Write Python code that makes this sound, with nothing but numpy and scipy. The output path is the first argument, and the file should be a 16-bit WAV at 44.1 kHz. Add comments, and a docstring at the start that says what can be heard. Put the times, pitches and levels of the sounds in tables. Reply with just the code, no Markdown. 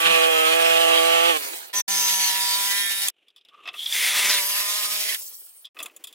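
"""A reciprocating saw, played back fast, cuts three metal pipes outdoors: first beside a tank, then twice in a
steel cabinet. Each stroke jolts the pipe into a buzz of overtones; the teeth grind and the motor hisses as
coloured, gritty noise, and bands of noise squeal. After a cut, rattle, brush hiss and fan air coast down.
Between cuts the blade scrapes, rings a hollow part and knocks on metal; abrupt cut-offs leave short silences."""
import sys
import numpy as np
from scipy import signal
from scipy.fft import rfft, irfft, next_fast_len
from scipy.io import wavfile
from scipy.ndimage import uniform_filter1d

SR = 44100
rng = np.random.default_rng(int(sys.argv[2]) if len(sys.argv) > 2 else 0)


def int16_out(signal):
    """Quantize to a 16-bit WAV file."""
    q = np.round(np.clip(np.atleast_2d(signal).T, -1, 1) * 32767)
    wavfile.write(sys.argv[1], SR, q.astype(np.int16))


N = 270774  # length in samples


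def amp(db):
    """Turns decibels into a gain."""
    return 10 ** (np.asarray(db) / 20)


def evened(x):
    """Scales each row to rms 1."""
    return x / np.sqrt(np.mean(x ** 2, axis=-1, keepdims=True) + 1e-20)


def read(points, hz, column=1):
    """Reads a table column at any frequency, interpolating along log frequency."""
    table = np.transpose(points)
    return np.interp(np.log(hz + 1), np.log(table[0] + 1), table[column])


def unfold(rows):
    """Start time, and every other column at each sample."""
    s, *columns = np.transpose(rows)
    t = np.arange(s[0], s[-1], 1 / SR)
    return s[0], [np.interp(t, s, column) for column in columns]


def faded(x, samples=90):
    """Softens both ends."""
    i = np.arange(x.shape[1])
    return x * np.minimum(1, np.minimum(i, i[::-1]) / samples)


def add(mix, s, sound):
    """Lays a sound into the mix from s seconds, trimmed at the end."""
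    part = mix[:, round(s * SR):][:, :sound.shape[1]]
    part += sound[:, :part.shape[1]]


def drift(rows, n, per_s):
    """Random wander of rms about 1, with per_s new targets a second."""
    knots = rng.standard_normal((rows, 400))
    position = np.arange(n) * per_s / SR
    return np.array([np.interp(position, np.arange(400), k) for k in knots]) * np.sqrt(1.5)


def gritty(n, spread_db):
    """Two unrelated noises whose samples now and then jump, as teeth catch."""
    jumps = np.minimum(rng.exponential(1, (2, n)), 6)
    return rng.standard_normal((2, n)) * amp(spread_db * jumps)


def coloured(x, spectrum):
    """Filters x by the spectrum and scales it to rms 1."""
    size = next_fast_len(x.shape[1] + 2048)
    gain = amp(read(spectrum, np.fft.rfftfreq(size, 1 / SR)))
    return evened(irfft(rfft(x, size) * gain, size)[:, :x.shape[1]])


def patchy(x, depth_db):
    """Resonances come and go: random patches of colour over time and pitch."""
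    z = signal.stft(x, nperseg=512)[2]
    patches = uniform_filter1d(rng.standard_normal(z.shape[1:]), size=3, axis=0)  # along pitch
    patches = uniform_filter1d(patches, size=14, axis=1)  # along time
    z = z * amp(depth_db * patches / patches.std())
    return evened(signal.istft(z, nperseg=512)[1][:, :x.shape[1]])


def resonate(x, hz, width):
    """One resonance: shifts hz down to zero, smooths, shifts back."""
    turn = np.exp(2j * np.pi * np.cumsum(hz * np.ones(x.shape[1])) / SR)
    r = np.exp(-np.pi * width / SR)
    return 2 * (turn * signal.lfilter([1 - r], [1, -r], x / turn)).real


# Buzz of each pipe: level/dB of multiples 1, 2, 3 .. of the stroke rate, relative to the buzz level.
TANK_BUZZ = [-40, -5.5, 4.5, 3, -2, -15.5, 0.5, -7.5, -13.5, -10, -8, -11.5, -7.5, -12, -5.5, -8.5, -6, -12,
             -8.5, -6.5]
FIRST_BUZZ = [-19, -18.5, -16.5, -11, 2.5, -17, -8.5, -13.5, -5, -11, -11, -9.5, -16, -23, -20.5, -13, -12,
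              -14.5, -13]
SECOND_BUZZ = [-19.5, -12, -7, -13.5, 0.5, -9.5, -18, -13.5, -8, -11.5, -12.5]
MOST_LIFT_DB = 7.5


def buzz(s, hz, turns, buzz_db, balance, overtones):
    """One jolt a stroke excites the overtones; the pipe shifts, so each swells and slips in phase."""
    even_db, lift, _, rough = balance
    upper_db = np.minimum(lift * (even_db - buzz_db), MOST_LIFT_DB)
    n = len(hz)
    t = s + np.arange(n) / SR
    tone = np.zeros((2, n))
    for k, db in enumerate(overtones, start=1):
        tilt_db = upper_db / (1 + (6.3 / k) ** 8)  # reaches mainly multiples 7 and up
        level = amp(buzz_db + db + tilt_db + swell(t, k * hz) + 2.2 * drift(2, n, 6))
        slip = .012 * k * k + .06 * drift(2, n, 3) + rough * np.sqrt(k) * drift(2, n, 50)  # turns
        path = [[0], [rng.random()]]  # the second path has its own phase
        tone += np.sqrt(2) * level * np.cos(2 * np.pi * (k * turns + slip + path))
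    return tone


# Colour of the teeth on each pipe: f/Hz, relative level/dB (per Hz).
TANK_GRIND = [(40, -48.5), (250, -39), (420, -17.5), (1300, -12), (2100, -11), (2950, -2.5), (4000, -10),
              (5000, -17), (9000, -50)]
FIRST_GRIND = [(110, -59), (200, -23.5), (800, -12.5), (1550, -11.5), (1900, -1.5), (2900, 0), (3700, 1.5),
               (7000, -3.5), (10000, -15)]
SECOND_GRIND = [(110, -62.5), (200, -23.5), (900, -9.5), (1400, -7.5), (2100, -0.5), (3300, -0.5),
                (6000, -3.5), (10000, -15.5)]


def teeth(grind_db, stroke, flutter, colour):
    """Grinding: gritty noise that surges with each stroke and flutters in level."""
    grit = gritty(len(stroke), 1.3) * (1 + 0.33 * stroke)
    return patchy(coloured(grit, colour), depth_db=2.1) * amp(grind_db - 2.0) * flutter


# Colour of motor fan and brushes at each place: f/Hz, relative level/dB (per Hz).
TANK_HISS = [(2350, -37), (4000, -8.5), (5710, -3), (9620, -1), (11400, -5.5), (15100, -4.5),
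             (16200, -25.5), (16500, -59)]
CABINET_HISS = [(2350, -48), (4000, -19), (4860, 2), (6500, -1), (9790, 2), (14800, -0.5), (16200, -9),
                (16500, -44)]
FULL_GRIND_DB = -30.5  # below this grind level the hiss sinks with it


def motor(motor_db, grind_db, stroke, flutter, colour):
    """Fan and brush hiss: gritty noise that surges and flutters less than the teeth."""
    hiss_db = motor_db + np.minimum(grind_db - FULL_GRIND_DB, 0)
    grit = gritty(len(stroke), 2.0) * (1 + 0.18 * stroke)
    return patchy(coloured(grit, colour), depth_db=2.5) * amp(hiss_db - 0.42) * flutter ** 0.46


# Stretches of sawing: t/s, stroke rate f/Hz, buzz level/dB, grind level/dB (before trim and flutter).
TANK_CUT = [(0, 164.4, -45, -29.5), (.06, 165.4, -40, -21), (.28, 164.2, -37, -27),
            (.38, 159.7, -38, -28.5), (.47, 160.3, -39.5, -26.5), (.56, 166, -37, -26),
            (1.0, 165.6, -35, -25.5), (1.22, 167.4, -37.5, -24.5), (1.3, 171.6, -37, -23.5),
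            (1.34, 157.5, -44.5, -29), (1.37, 153.1, -44.5, -30), (1.385, 149.1, -59.5, -60),
            (1.48, 137.3, -59, -70), (1.56, 127.8, -75, -80)]
FIRST_CUT = [
    [(1.729, 201, -59, -45), (1.742, 201, -38.5, -33), (1.804, 203.4, -37, -31.5), (1.822, 203.3, -86, -68)],
    [(1.879, 198.6, -37, -31), (2.04, 194.6, -38.5, -28), (2.3, 192.2, -42.5, -27),
     (2.6, 196.5, -40.5, -29.5), (2.79, 199.8, -44.5, -30.5), (2.95, 196.2, -46.5, -34.5),
     (3.07, 196.6, -45.5, -29), (3.105, 196, -67, -45)],
]  # two stretches
SECOND_CUT = [(3.73, 196.4, -80, -58), (3.82, 198.2, -77, -46), (3.9, 194.4, -66, -38.5),
              (3.94, 195.5, -59, -30), (4.05, 200.8, -52, -24.5), (4.3, 202.6, -40.5, -21.5),
              (4.43, 192.6, -46.5, -31.5), (4.5, 200.5, -48, -29.5), (4.75, 206.2, -47.5, -30),
              (5.145, 209.9, -52.5, -32), (5.165, 212, -74, -44), (5.21, 210, -83, -54)]
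# Each cut: buzz level/dB where upper overtones get no lift, their lift in dB for each dB the buzz sinks,
# motor hiss level/dB at full grind (before trim and flutter), phase roughness/turns.
TANK_BALANCE = (-35, 2, -32, 0.02)
FIRST_BALANCE = (-39.5, 1.5, -29, 0.03)
SECOND_BALANCE = (-50.5, -2.8, -29.5, 0.1)


def saw(rows, balance, overtones, grind, hiss):
    """Buzz, grind and hiss of one stretch share strokes; two like-sounding rows, as heard along two paths."""
    s, (hz, buzz_db, grind_db) = unfold(rows)
    n = len(hz)
    turns = np.cumsum(hz * (1 + .002 * drift(1, n, 58.2)[0])) / SR
    flutter = amp(1.54 * drift(1, n, 45.38))  # quick and random
    stroke = np.exp(0.8 * np.cos(2 * np.pi * turns))  # teeth cut hardest at the jolt
    tone = buzz(s, hz, turns, buzz_db, balance, overtones)
    grinding = teeth(grind_db, stroke, flutter, grind)
    hissing = motor(balance[2], grind_db, stroke, flutter, hiss)
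    return s, faded(tone + grinding + hissing)


# Bands of noise, narrow to broad, steady or sliding (squeals, a low thump, lingering hiss):
# start t/s, end t/s, start f/Hz, end f/Hz, width f/Hz, level/dB (before flutter and fades).
SQUEALS = [(0.019, 0.304, 2500, 2500, 510, -31.5), (1.75, 1.82, 6140, 5960, 300, -31),
           (.05, 0.2, 160, 180, 39, -48.5), (1.5, 1.6, 320, 385, 16, -56),
           (5.3, 5.63, 7800, 9100, 1600, -55), (1.879, 2.332, 6200, 6130, 420, -29),
           (1.922, 2.1, 5330, 5100, 250, -34.5), (1.987, 2.16, 12140, 11500, 400, -33.5),
           (2.125, 2.335, 10500, 9500, 500, -35.5), (2.199, 2.305, 4500, 4300, 149, -33.5),
           (2.353, 2.604, 10700, 8100, 300, -38), (2.396, 2.57, 4850, 4640, 300, -33),
           (2.664, 3.06, 10250, 10000, 350, -36), (2.656, 2.918, 3000, 3400, 130, -39.5),
           (5.046, 5.167, 1960, 1830, 530, -35.5), (3.745, 4.42, 3300, 3530, 420, -32),
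           (3.91, 4.43, 1970, 2040, 800, -26.5), (3.95, 4.428, 9700, 9730, 400, -36),
           (4.355, 4.632, 12300, 11600, 600, -33)]


def squeal(s, end, start_hz, end_hz, width, db):
    """Fluttering noise through one resonance, passed twice, that holds its pitch or slides."""
    n = round((end - s) * SR)
    hz = np.linspace(start_hz, end_hz, n)
    grit = np.diff(gritty(n, 2.5), 2, prepend=0, append=0)  # differencing thins the lows
    ring = resonate(resonate(grit, hz, width), hz, width)
    return s, amp(db + 1.6 * drift(1, n, 40)) * evened(ring) * signal.windows.tukey(n, .2)


# Buzz bands that swell or sink as the pipe shifts: start t/s, end t/s, centre f/Hz, width f/Hz,
# level change/dB at the centre.
SWELLS = [(.32, .52, 1290, 100, 9.5), (.32, .52, 1120, 66, -10), (2.67, 2.97, 1940, 430, 8),
          (2.3, 3.08, 3700, 120, 11.5), (4.93, 5.16, 720, 100, 11), (2.823, 3.107, 1000, 150, -8.5),
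          (4.97, 5.2, 1040, 100, -6), (4.52, 4.98, 1255, 150, 7.5)]
SWELL_S = 0.042  # ramp in and out


def swell(t, hz):
    """Extra dB at each moment for an overtone that runs along hz."""
    total_db = 0
    for start, end, centre_hz, width, db in SWELLS:
        if start < t[-1] and end > t[0]:
            ramp = np.interp(t, [start, start + SWELL_S, end - SWELL_S, end], [0, 1, 1, 0])
            total_db = total_db + db * np.exp(-((hz - centre_hz) / width) ** 2) * ramp
    return total_db


# Motor coasting after a cut: (start t/s, end t/s), then for gear rattle, brush hiss and fan air
# (start level/dB, fall/dB, bend: 1 even, more = late).
COASTS = [((1.368, 1.733), (-40.5, 21, 3.7), (-38.5, 30, 4.6), (-35.5, 25.8, 4.2)), ((5.16, 5.645),
          (-49.5, 22, 0.53), (-42, 29, 1.27), (-33.5, 23, 0.92))]
# Colour of each coasting layer: f/Hz, relative level/dB (per Hz).
RATTLE = [(120, -34), (400, -3.5), (1200, -7), (3200, -3.5), (4500, -4), (6000, -33)]
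BRUSHES = [(3000, -33), (4500, -3.5), (9000, 0), (11000, -11)]
AIR = [(7000, -56), (9500, 8), (15500, 10.5)]


def coast(span, *layers):
    """Gears, brushes and fan die away as gritty noises, each at its own pace."""
    s, end = span
    n = round((end - s) * SR)
    gone = np.linspace(0, 1, n)
    out = np.zeros((2, n))
    for (db, fall_db, bend), colour in zip(layers, (RATTLE, BRUSHES, AIR)):
        noise = patchy(coloured(gritty(n, 3.6), colour), depth_db=3.0)
        out += noise * amp(db - fall_db * gone ** bend + 1.8 * drift(1, n, 65.7))
    return s, faded(out)


# Knocks of blade on metal: t/s, peak level/dB of the first path, treble level/dB, low ring level/dB,
# nominal 60 dB decay t/s (never under 0.01).
KNOCKS = [(3.0746, -19, 13, -10, 0.02), (3.0832, -9.5, 15, -13, 0.024), (3.282, -43, -9, -19.5, .04),
          (3.302, -49, -16, -34, .04), (3.361, -39.5, -7, -18, 0.07), (3.379, -45, -14, -20, .05),
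          (3.41, -49, -23, -30, 0.059), (3.449, -44.5, -9.5, -31, .038), (3.485, -44, -13, -14, 0.052),
          (3.543, -48, -24, -0.5, .05), (3.654, -31, -29, 0, 0.16), (3.674, -23, -15, -1, 0.064),
          (3.686, -20.5, -37, -6, 0.046), (3.738, -29, -24, 1, 0.079), (3.858, -17, -26, -27, 0.052),
          (3.923, -13, -19, -35, 0.05), (5.092, -26.5, 0, -15, .03), (5.145, -20.5, 4.5, -15, 0.045),
          (5.645, -36, -17, -28, 0.059), (5.652, -27.5, -7.5, -31, 0.057),
          (5.666, -40.5, -17, -16.5, 0.054), (5.767, -33.5, -11.5, 8.5, 0.023),
          (5.788, -26.5, -4, -9, 0.066), (5.801, -23.5, 1.5, -3, 0.046), (5.814, -31, -15, 0, 0.033),
          (5.827, -21.5, 15, -23, 0.062), (5.858, -25, 7, -3.5, 0.05), (5.896, -43.5, -20, 6, .04),
          (5.963, -31, 18, -9, .051), (6.039, -25, 6, -17, 0.061), (6.07, -28.5, 3, -18, 0.1),
          (6.126, -33.5, 2, -19, .06)]
# Broad resonances of the metal: f/Hz, width f/Hz, relative level/dB.
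METAL = [(712, 140, -1), (1153, 240, 6.5), (2060, 320, 6.5), (2595, 154, 13.5), (3397, 360, 8.5),
         (4850, 500, -2), (7400, 1140, -1), (9760, 790, -0.5), (12000, 600, -7)]


def knock(s, db, treble_db, low_db, t60):
    """A dying chatter through the metal's broad resonances; the treble dies first."""
    t = np.arange(4000) / SR
    decays = t / max(t60, .01)
    chatter = gritty(len(t), 1.45) * np.minimum(t / 0.0012, 1)
    out = np.zeros((2, len(t)))
    for hz, width, mode_db in METAL:
        colour_db = treble_db if hz > 6000 else low_db if hz < 2800 else 0
        dying = chatter * amp(-60 * decays * (hz / 3400) ** 0.18)
        ring = resonate(resonate(dying, hz, width), hz, 2.25 * width)
        out += amp(mode_db + colour_db) * evened(ring)
    crack = 3.1 * np.diff(chatter, 2, prepend=0, append=0)  # bare, bright
    out += amp(treble_db - 3.0 - 95 * decays) * crack
    return s, amp(db) * out / abs(out[0]).max()


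# Idle blade dragged over metal, one table a stretch: t/s, level/dB (before the spurts).
SCRAPES = [
    [(3.104, -69), (3.13, -79), (3.2, -67), (3.33, -74), (3.64, -56), (3.76, -53.5), (3.82, -58)],
    [(5.746, -62.5), (5.8, -51), (5.87, -55), (5.92, -60.5), (6.14, -62)],
]
# Colour of the scrape, and of the flatter, more even-coloured drag at the end: f/Hz, relative level/dB (per Hz).
SCRAPE = [(120, -24), (400, -3), (1000, -15), (2000, -12), (2800, 1.5), (3600, -6.5), (4500, -24),
          (12000, -30), (16000, -45.5)]
DRAG = [(71, -59), (120, -30), (327, -1), (1210, -11.5), (1580, -12), (3050, -7), (3520, -17), (11100, -20),
        (16000, -16)]


def scrape(rows, colour):
    """Gritty friction in spurts."""
    s, (db,) = unfold(rows)
    n = len(db)
    spurts = amp(db + 2.6 * drift(1, n, 95))
    return s, faded(spurts * coloured(gritty(n, 2.7), colour))


# The drag sets a hollow part ringing: start t/s, end t/s, level/dB (before flutter and fades).
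RINGING = [(3.487, 3.801, -57), (5.754, 5.888, -57)]
# Hollow ring under the scrape: f/Hz, width f/Hz of each of two passes.
HOUSING = (1196, 130)


def hollow(s, end, db):
    """Friction in one hollow resonance."""
    n = round((end - s) * SR)
    ring = evened(resonate(resonate(gritty(n, 6.1), *HOUSING), *HOUSING))
    return s, amp(db + 4.5 * drift(1, n, 65)) * ring * signal.windows.tukey(n, .25)


# Stereo picture: f/Hz, side minus mid level/dB, share of side in phase with mid, share a quarter cycle off
# (the two shares together are held to 1).
BESIDE_TANK = [(99, 7, -0.05, .02), (340, 0.5, -0.82, -0.0063), (578.3, 10, -1.2, 0.84),
               (1295, 6, -0.57, -0.0023), (2450, 4.5, -0.66, 0.64), (3550, 3.5, -0.67, 0.41),
               (5020, 0.6, 0.21, -.23), (9000, -.7, -0.42, -.05), (13860, -3, -.19, .08)]
IN_CABINET = [(160, -7, -0.93, -1.07), (607, -2.1, -1.01, -0.34), (1575, -2.5, -0.95, 0.27),
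              (2450, 1, -0.85, 0.24), (3550, 4.5, -0.11, 0.25), (5020, 1.5, -0.015, .63),
              (7140, -2.5, 0.14, .6), (10160, -2, 0.04, .18), (13860, 1.5, -0.042, .09)]
MOVE_S = 1.726  # from the tank to the cabinet
# Mono below a boundary, which holds and then slides down: start t/s, hold until t/s, boundary f/Hz.
MONO_BELOW = [(1.728, 1.76, 1600), (3.12, 4.25, 6800), (5.645, 6.2, 6800)]
SLIDE_OCTAVES_PER_S = 11


def stereo(paths):
    """Row one is the middle; the side is partly the same sound, partly the other path."""
    hz, t, (mid, other) = signal.stft(paths, SR, nperseg=512, noverlap=384)
    side = np.zeros_like(mid)
    for place, here in ((BESIDE_TANK, t < MOVE_S), (IN_CABINET, t >= MOVE_S)):
        alike = read(place, hz, column=2) + 1j * read(place, hz, column=3)
        alike = (alike / np.maximum(abs(alike), 1))[:, None]
        unlike = np.sqrt(abs(1 - abs(alike) ** 2))
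        side += here * amp(read(place, hz))[:, None] * (alike * mid + unlike * other)
    for s, until, boundary_hz in MONO_BELOW:
        slide = 2 ** (-SLIDE_OCTAVES_PER_S * np.maximum(t - until, 0))
        side *= hz[:, None] >= (t > s) * boundary_hz * slide
    left_right = np.array([mid + side, mid - side])
    return signal.istft(left_right, SR, nperseg=512, noverlap=384)[1][:, :N]


def scene():
    """Mixes the three cuts and the sounds around them, then spreads them in stereo."""
    mix = np.zeros((2, N))
    add(mix, *saw(TANK_CUT, TANK_BALANCE, TANK_BUZZ, TANK_GRIND, TANK_HISS))
    for rows in FIRST_CUT:
        add(mix, *saw(rows, FIRST_BALANCE, FIRST_BUZZ, FIRST_GRIND, CABINET_HISS))
    add(mix, *saw(SECOND_CUT, SECOND_BALANCE, SECOND_BUZZ, SECOND_GRIND, CABINET_HISS))
    for rows, colour in zip(SCRAPES, (SCRAPE, DRAG)):
        add(mix, *scrape(rows, colour))
    for source, table in ((squeal, SQUEALS), (coast, COASTS), (knock, KNOCKS), (hollow, RINGING)):
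        for row in table:
            add(mix, *source(*row))
    return stereo(mix)


# An abrupt silence: start t/s, end t/s.
SILENT = (5.69, 5.745)
EDGE_HZ = 16000  # upper band limit


def record(dry):
    """Mutes the silence, rounds off peaks softly, then limits the band."""
    t = np.arange(N) / SR
    heard = (t < SILENT[0]) | (t > SILENT[1])
    rounded = .95 * np.tanh(dry * heard / .95)
    lowpass = signal.firwin(511, EDGE_HZ, window=("kaiser", 9), fs=SR)
    return signal.oaconvolve(rounded, lowpass[None], "same", axes=1)


dry = scene()
out = record(dry)
int16_out(out)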